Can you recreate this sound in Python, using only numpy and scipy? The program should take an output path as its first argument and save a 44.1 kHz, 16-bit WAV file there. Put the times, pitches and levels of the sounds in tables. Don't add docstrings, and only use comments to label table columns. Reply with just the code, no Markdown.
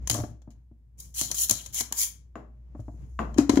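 import sys
import numpy as np
from scipy import signal
from scipy.fft import rfft, irfft, next_fast_len
from scipy.io import wavfile
from scipy.ndimage import uniform_filter1d, map_coordinates

SR = 44100
rng = np.random.default_rng(int(sys.argv[2]) if len(sys.argv) > 2 else 0)


def to_wav(sig):
    pcm = np.clip(np.atleast_2d(sig), -1, 1) * 32767
    pcm = np.round(pcm).astype(np.int16)
    wavfile.write(sys.argv[1], SR, pcm.T)


N = 158760

# (time [s], level [dB])
HUM_ENVELOPE = [(0.0, -38.5), (0.05, -35), (0.1, -45.5), (0.94, -56), (0.99, -49.5), (1.45, -46.5),
                (1.54, -50), (2.34, -51.5), (3.04, -39.5), (3.061, -44), (3.22, -35.5), (3.47, -39),
                (3.5, -51), (3.55, -32.5), (3.6, -47.5)]
# (frequency [Hz], relative level [dB])
MAINS_TONES = [(59.4, 1.5)]
# (frequency [Hz], relative spectral density [dB])
RUMBLE_SPECTRUM = [(25, -22), (45, -13.5), (70, -7), (120, -8), (250, -27), (600, -41), (1500, -50),
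                   (4000, -68), (9000, -74)]
# (start [s], rise [s], hold [s], fade [s], level [dB], tilt [dB/octave],
# air column gain [dB], favoured frequency [Hz])
FRICTION_STROKES = [(0.0, .02, .05, .03, -77, -13, 3, 2017),
                    (0.116, 0.0056, 0.035, 0.16, -44.5, -4.5, -3, 4500),
                    (0.975, 0.017, 0.041, 0.17, -57, 1, 3.5, 2060),
                    (1.141, 0.041, 0.012, 0.2, -33, 0.5, 2.5, 3070),
                    (1.337, 0.054, 0.052, 0.042, -30, 2.5, 5.5, 3060),
                    (1.512, 0.0024, 0.0083, 0.25, -41.5, -2.5, 4.5, 3260),
                    (1.726, 0.026, 0.059, 0.03, -35, 0.5, 6, 2450),
                    (1.948, 0.041, 0.043, 0.1, -29.5, 1.9, 6, 1670),
                    (2.743, 0.036, 1, .1, -84.5, -4, -8, 3017),
                    (3.372, 0.0091, 0.02, 0.06, -42, -12, -8, 3450),
                    (3.507, .01, 0.065, 0.026, -52.5, -10, -14, 3420)]
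# (frequency [Hz], bandwidth [Hz], gain [dB])
WALL_MODES = [(1700, 3800, -10.5), (5630, 4400, 1), (11470, 15000, 3.5)]
# (frequency [Hz], bandwidth [Hz], gain [dB])
AIR_MODES = [(1020, 140, -13), (2200, 220, -6.5), (3130, 220, -6.5), (4020, 260, -6), (5100, 350, -10)]
# (time [s], drive level [dB], decay time [ms], bench shake [dB],
# tilt [dB/octave])
PUMP_CLICKS = [(0.073, -25.5, 5.2, -48, -5), (0.0977, -10, 1.95, -42.5, -5), (0.1012, -17, 3.2, -62, -4.5),
               (0.1109, -23, 6.5, -32.5, -3.5), (.142, -27, 4.4, -38.5, -4), (0.4176, -61.5, 7.9, -65, -11),
               (0.5035, -61.5, 19, -64, -8), (1.0005, -42.5, 9, -76, 3), (1.1455, -42.5, 3.3, -75, 0),
               (1.2121, -18, 2.9, -34.5, -4.5), (1.3134, -22, 5.8, -47.5, -3.5),
               (1.3437, -33.5, 17, -64, 1), (1.486, -34, 5.2, -62, 0), (1.4948, -17.5, 5.9, -40.5, -1),
               (1.5089, -14.5, 5.1, -29.5, -0.5), (1.6598, -35, 6.9, -60.5, -5), (1.7452, -26, 2, -83, 3.5),
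               (1.806, -24, 7.8, -35, -5.5), (1.9236, -20, 4.04, -56.5, -4), (2.8, -63.5, 10.2, -81, -5),
               (3.342, -46, 5.2, -53, -13), (3.3827, -21.5, 3.8, -21, -11),
               (3.4938, -21.5, 7.2, -23.5, -14.5), (3.556, -30.5, 4.3, -31, -12),
               (3.5714, -30.5, 7.9, -32, -17)]
# (frequency [Hz], level [dB], T60 [s])
BENCH_MODES = [(110, -2, 0.13), (235, -7, 0.15), (285, -0.5, 0.054), (613, -8, 0.059), (699, -14.5, 0.11),
               (818, -16.5, .05), (1112, -16.5, 0.035), (1654, -31.5, 0.056)]
# (frequency [Hz], relative spectral density [dB])
RATTLE_SPECTRUM = [(60, -14.5), (150, 5), (500, -5), (1200, -14), (2500, -40), (4500, -55.5), (16000, -64)]
# (time [s], level [dB], tilt [dB/octave], gain of the lowest mode [dB])
BENCH_TAPS = [(.105, -38, -2.5, 13), (0.131, -34, -2, 10), (0.147, -27, 5, 1.5), (0.157, -36, 3, -8),
              (0.177, -32, 3, 7), (.187, -32.5, 4.5, -10), (0.2007, -32, 4, 17.5), (0.209, -37.5, -1, 15),
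              (0.2362, -28, 2.5, 4.5), (0.243, -41.5, -4.5, -3), (0.475, -40.5, -2, -2),
              (.488, -52, -2, -7.5), (.714, -47.5, -7, -7), (1.303, -44.5, 5.5, -8.5),
              (1.514, -36, -3.5, 4.5), (1.913, -44.5, 3.5, -5.5), (2.75, -34.5, -1, -6),
              (2.793, -38, -0.5, 9), (2.882, -34.5, -1, 3.5), (2.942, -44.5, -9.5, -1)]
# (time [s], level [dB])
CASE_CLACKS = [(2.3555, -43.5), (3.191, -31)]
# (frequency [Hz], level [dB], T60 [s])
CASE_MODES = [(124, -1.5, 0.44), (220.9, 2, 0.28), (615, -19.5, 0.85), (682, -2.5, 0.068),
              (780, -4.5, 0.04), (1125, 5, 0.031), (1230, 0.5, 0.018), (1515, -6.5, 0.037),
              (1964, -21, 0.061), (2680, -15.5, 0.02), (7000, -36, 0.051)]
# (time [s], level [dB])
ROCKING_CONTACTS = [(3.363, -32), (3.385, -12.5), (3.3882, -15), (3.412, -25), (3.4946, -11), (3.5358, -15),
                    (3.572, -12.5), (3.5905, -15.5)]
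# (frequency [Hz], level [dB], T60 [s])
HOLLOW_MODES = [(262.2, -4.5, 0.089), (282.5, -10.5, 0.31), (301.2, -0.5, 0.072), (346, -13.5, 0.13),
                (517, -24, 0.15), (718, -24, 0.14), (1036, -27, 0.05)]
# (frequency [Hz], T60 [s])
GARAGE_T60 = [(100, .5), (600, 0.39), (7000, 0.26), (15000, 0.18)]
# (frequency [Hz], correlation [-1 to 1])
STEREO_CORRELATION = [(60, 0.62), (180, 1), (550, 0.53), (1000, 0.38), (1420, -0.87), (2200, .2),
                      (4970, -0.3), (15000, -0.3)]
# (frequency [Hz], gain [dB])
LEFT_RESPONSE = [(60, -1), (300, 2.5), (1100, 3), (4000, 10), (5500, 13), (6900, 17), (7600, 9.5),
                 (8500, -10), (10000, -2.5), (16000, 1.5)]
RIGHT_RESPONSE = [(60, -2), (300, -0.5), (850, -1), (1100, -0.5), (4000, 1), (5500, -4.5), (7500, -5.5),
                  (8500, 2), (9800, 7.5), (12000, 4), (16000, 0)]

BENCH_RATTLE = dict(rattle_db=-7, rattle_t60=0.06, room_db=-13)
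CASE_RATTLE = dict(rattle_db=2, rattle_t60=0.25, room_db=-8)
GRAIN_DB, SURGE_DB, COLOUR_DB = 2.2, 0.6, 2
FOCUS_DB, AIR_WAVER_DB = 7, 4
BLOW_TIME = np.arange(SR // 2) / SR


def amp(db):
    return 10 ** (np.asarray(db) / 20)


def unit_rms(x):
    return x / np.sqrt(np.mean(x ** 2) + 1e-20)


def along(points, hz):
    knots, values = np.transpose(points)
    return np.interp(np.log(hz + 1), np.log(knots + 1), values)


def wobble(rate):
    return map_coordinates(rng.standard_normal(int(N * rate / SR) + 4), [np.arange(N) * rate / SR])


def filtered(x, response):
    size = 2 * next_fast_len(x.shape[-1] // 2 + 4096)
    return irfft(rfft(x, size) * response(np.fft.rfftfreq(size, 1 / SR)), size)[..., :x.shape[-1]]


def minimum_phase(points):
    def response(hz):
        cepstrum = irfft(np.log(amp(along(points, hz))))
        half = len(cepstrum) // 2
        return np.exp(rfft(np.r_[cepstrum[0], 2 * cepstrum[1:half], cepstrum[half], np.zeros(half - 1)]))
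    return response


def stereo_noise(size):
    def weights(hz):
        angle = np.arccos(np.clip(along(STEREO_CORRELATION, hz), -1, 1)) / 2
        return np.array([np.cos(angle), np.sin(angle)])
    mid, side = filtered(rng.standard_normal((2, size)), weights)
    return np.array([mid + side, mid - side])


def garage(x, wet_db):
    hz, t, spectrum = signal.stft(stereo_noise(SR // 2), SR, nperseg=256)
    decay = amp(-60 * t / along(GARAGE_T60, hz)[:, None])
    tail = signal.istft(spectrum * decay, SR, nperseg=256)[1]
    delayed = np.pad(x, ((0, 0), (200, 0)))
    wet = signal.fftconvolve(delayed, tail / np.linalg.norm(tail[0]), axes=1)
    return x + amp(wet_db) * wet[:, :x.shape[1]]


def mains_hum():
    times, levels_db = np.transpose(HUM_ENVELOPE)
    t = np.arange(N) / SR
    phase_drift = 0.8 * wobble(6.5)
    mains = sum(amp(db + 0.5 * wobble(22)) * np.sqrt(2) * np.sin(2 * np.pi * hz * t + phase_drift)
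                for hz, db in MAINS_TONES)
    rumble = unit_rms(filtered(stereo_noise(N), lambda hz: amp(along(RUMBLE_SPECTRUM, hz))))
    rumble *= amp(-8 + 4.1 * wobble(11))
    return amp(np.interp(t, times, levels_db)) * (mains + rumble)


def resonance(hz, centre, width):
    return 1j * hz * width / (centre ** 2 - hz ** 2 + 1j * hz * width)


def barrel(x, tilt_db, air_db):
    def responses(hz, modes):
        tilt = amp(tilt_db * np.log2(hz / 6000 + 0.17))
        return np.array([(-1) ** k * tilt * amp(db) * resonance(hz, centre, width)
                         for k, (centre, width, db) in enumerate(modes)])
    wall = filtered(x, lambda hz: responses(hz, WALL_MODES).sum(axis=0))
    detuned = [(centre * rng.normal(1, 0.025), width, db) for centre, width, db in AIR_MODES]
    air = filtered(x[None], lambda hz: responses(hz, detuned)[:, None])
    return wall + np.sum(amp(air_db) * air, axis=0)


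def plunger_strokes():
    t, out = np.arange(SR) / SR, np.zeros((2, N))
    for start, rise, hold, fade, db, tilt_db, column_db, focus_hz in FRICTION_STROKES:
        shape_db = np.interp(t, np.cumsum([0, rise, hold, fade]), [-19, 1.5, 3.5, -33])
        envelope = amp(db + shape_db) * (t < rise + hold + fade)
        grain = amp(GRAIN_DB * wobble(900) + SURGE_DB * wobble(60))[:SR]
        mode_db = [column_db - FOCUS_DB * np.log2(hz / focus_hz) ** 2 for hz, *_ in AIR_MODES]
        air_db = np.array([[level + AIR_WAVER_DB * wobble(45)[:SR]] for level in mode_db])
        friction = unit_rms(barrel(grain * stereo_noise(SR), tilt_db, air_db))
        spectrum = signal.stft(friction, nperseg=256)[2]
        colour = uniform_filter1d(rng.standard_normal(spectrum.shape[1:]), size=3, axis=0)
        colour = uniform_filter1d(colour, size=10, axis=1)
        rasp = signal.istft(spectrum * amp(COLOUR_DB * unit_rms(colour)), nperseg=256)[1][:, :SR]
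        add(out, start, envelope * rasp)
    return garage(out, wet_db=-8.5)


def add(track, start, x):
    part = track[:, round(start * SR):][:, :x.shape[-1]]
    part += x[..., :part.shape[1]]


def pump_clicks():
    t, out = BLOW_TIME, np.zeros((2, N))
    for start, db, decay_ms, shake_db, tilt_db in PUMP_CLICKS:
        envelope = (1 - np.exp(-t / 0.0005)) * np.exp(-(t / (decay_ms / 1000)) ** 1.4)
        chatter = amp(db) * envelope * stereo_noise(len(t))
        add(out, start, garage(barrel(chatter, tilt_db, air_db=0.33), wet_db=-10))
        add(out, start, blow(shake_db, BENCH_MODES, tilt_db=2, attack_s=0.002, **BENCH_RATTLE))
    return out


def ring(modes, tilt_db, attack_s):
    t, vibration = BLOW_TIME, 0
    for hz, db, t60 in modes:
        level_db = db + tilt_db * np.log2(hz / 300) + rng.normal(0, 1.5)
        vibration += amp(level_db - 60 * t / t60) * np.sin(2 * np.pi * hz * t)
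    return (1 - np.exp(-t / attack_s)) * vibration


def blow(db, modes, tilt_db, attack_s, rattle_db, rattle_t60, room_db):
    t = BLOW_TIME
    colour = minimum_phase([(hz, level + tilt_db * np.log2(hz / 300)) for hz, level in RATTLE_SPECTRUM])
    rattle = unit_rms(filtered(stereo_noise(len(t)), colour)) * amp(rattle_db - 60 * t / rattle_t60)
    return amp(db) * garage(ring(modes, tilt_db, attack_s) + rattle, room_db)


def bench_taps():
    out = np.zeros((2, N))
    (hz, level, t60), *upper_modes = BENCH_MODES
    for start, db, tilt_db, push_db in BENCH_TAPS:
        modes = [(hz, level + push_db, t60), *upper_modes]
        add(out, start, blow(db, modes, tilt_db, attack_s=0.0014, **BENCH_RATTLE))
    return out


def case_clacks():
    out = np.zeros((2, N))
    for start, db in CASE_CLACKS:
        add(out, start, blow(db, CASE_MODES, tilt_db=2.6, attack_s=0.00039, **CASE_RATTLE))
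    return out


def pump_rocking():
    out = np.zeros((2, N))
    balance = amp([[1.5], [-1.5]])
    for start, db in ROCKING_CONTACTS:
        knock = amp(db) * ring(HOLLOW_MODES, tilt_db=0, attack_s=0.0015)
        add(out, start, garage(knock * balance, wet_db=-19))
    return out


def scene():
    return pump_clicks() + plunger_strokes() + bench_taps() + case_clacks() + pump_rocking() + mains_hum()


def record(dry):
    def band_limit(hz, top_hz=15950, edge_hz=400):
        return np.sin(np.pi / 2 * np.clip((top_hz - hz) / edge_hz, 0, 1)) ** 2
    left = filtered(dry[0], minimum_phase(LEFT_RESPONSE))
    right = filtered(dry[1], minimum_phase(RIGHT_RESPONSE))
    self_noise = amp(-90) * rng.standard_normal(dry.shape)
    return filtered(np.array([left, right]) + self_noise, band_limit)


dry = scene()
out = record(dry)
to_wav(out)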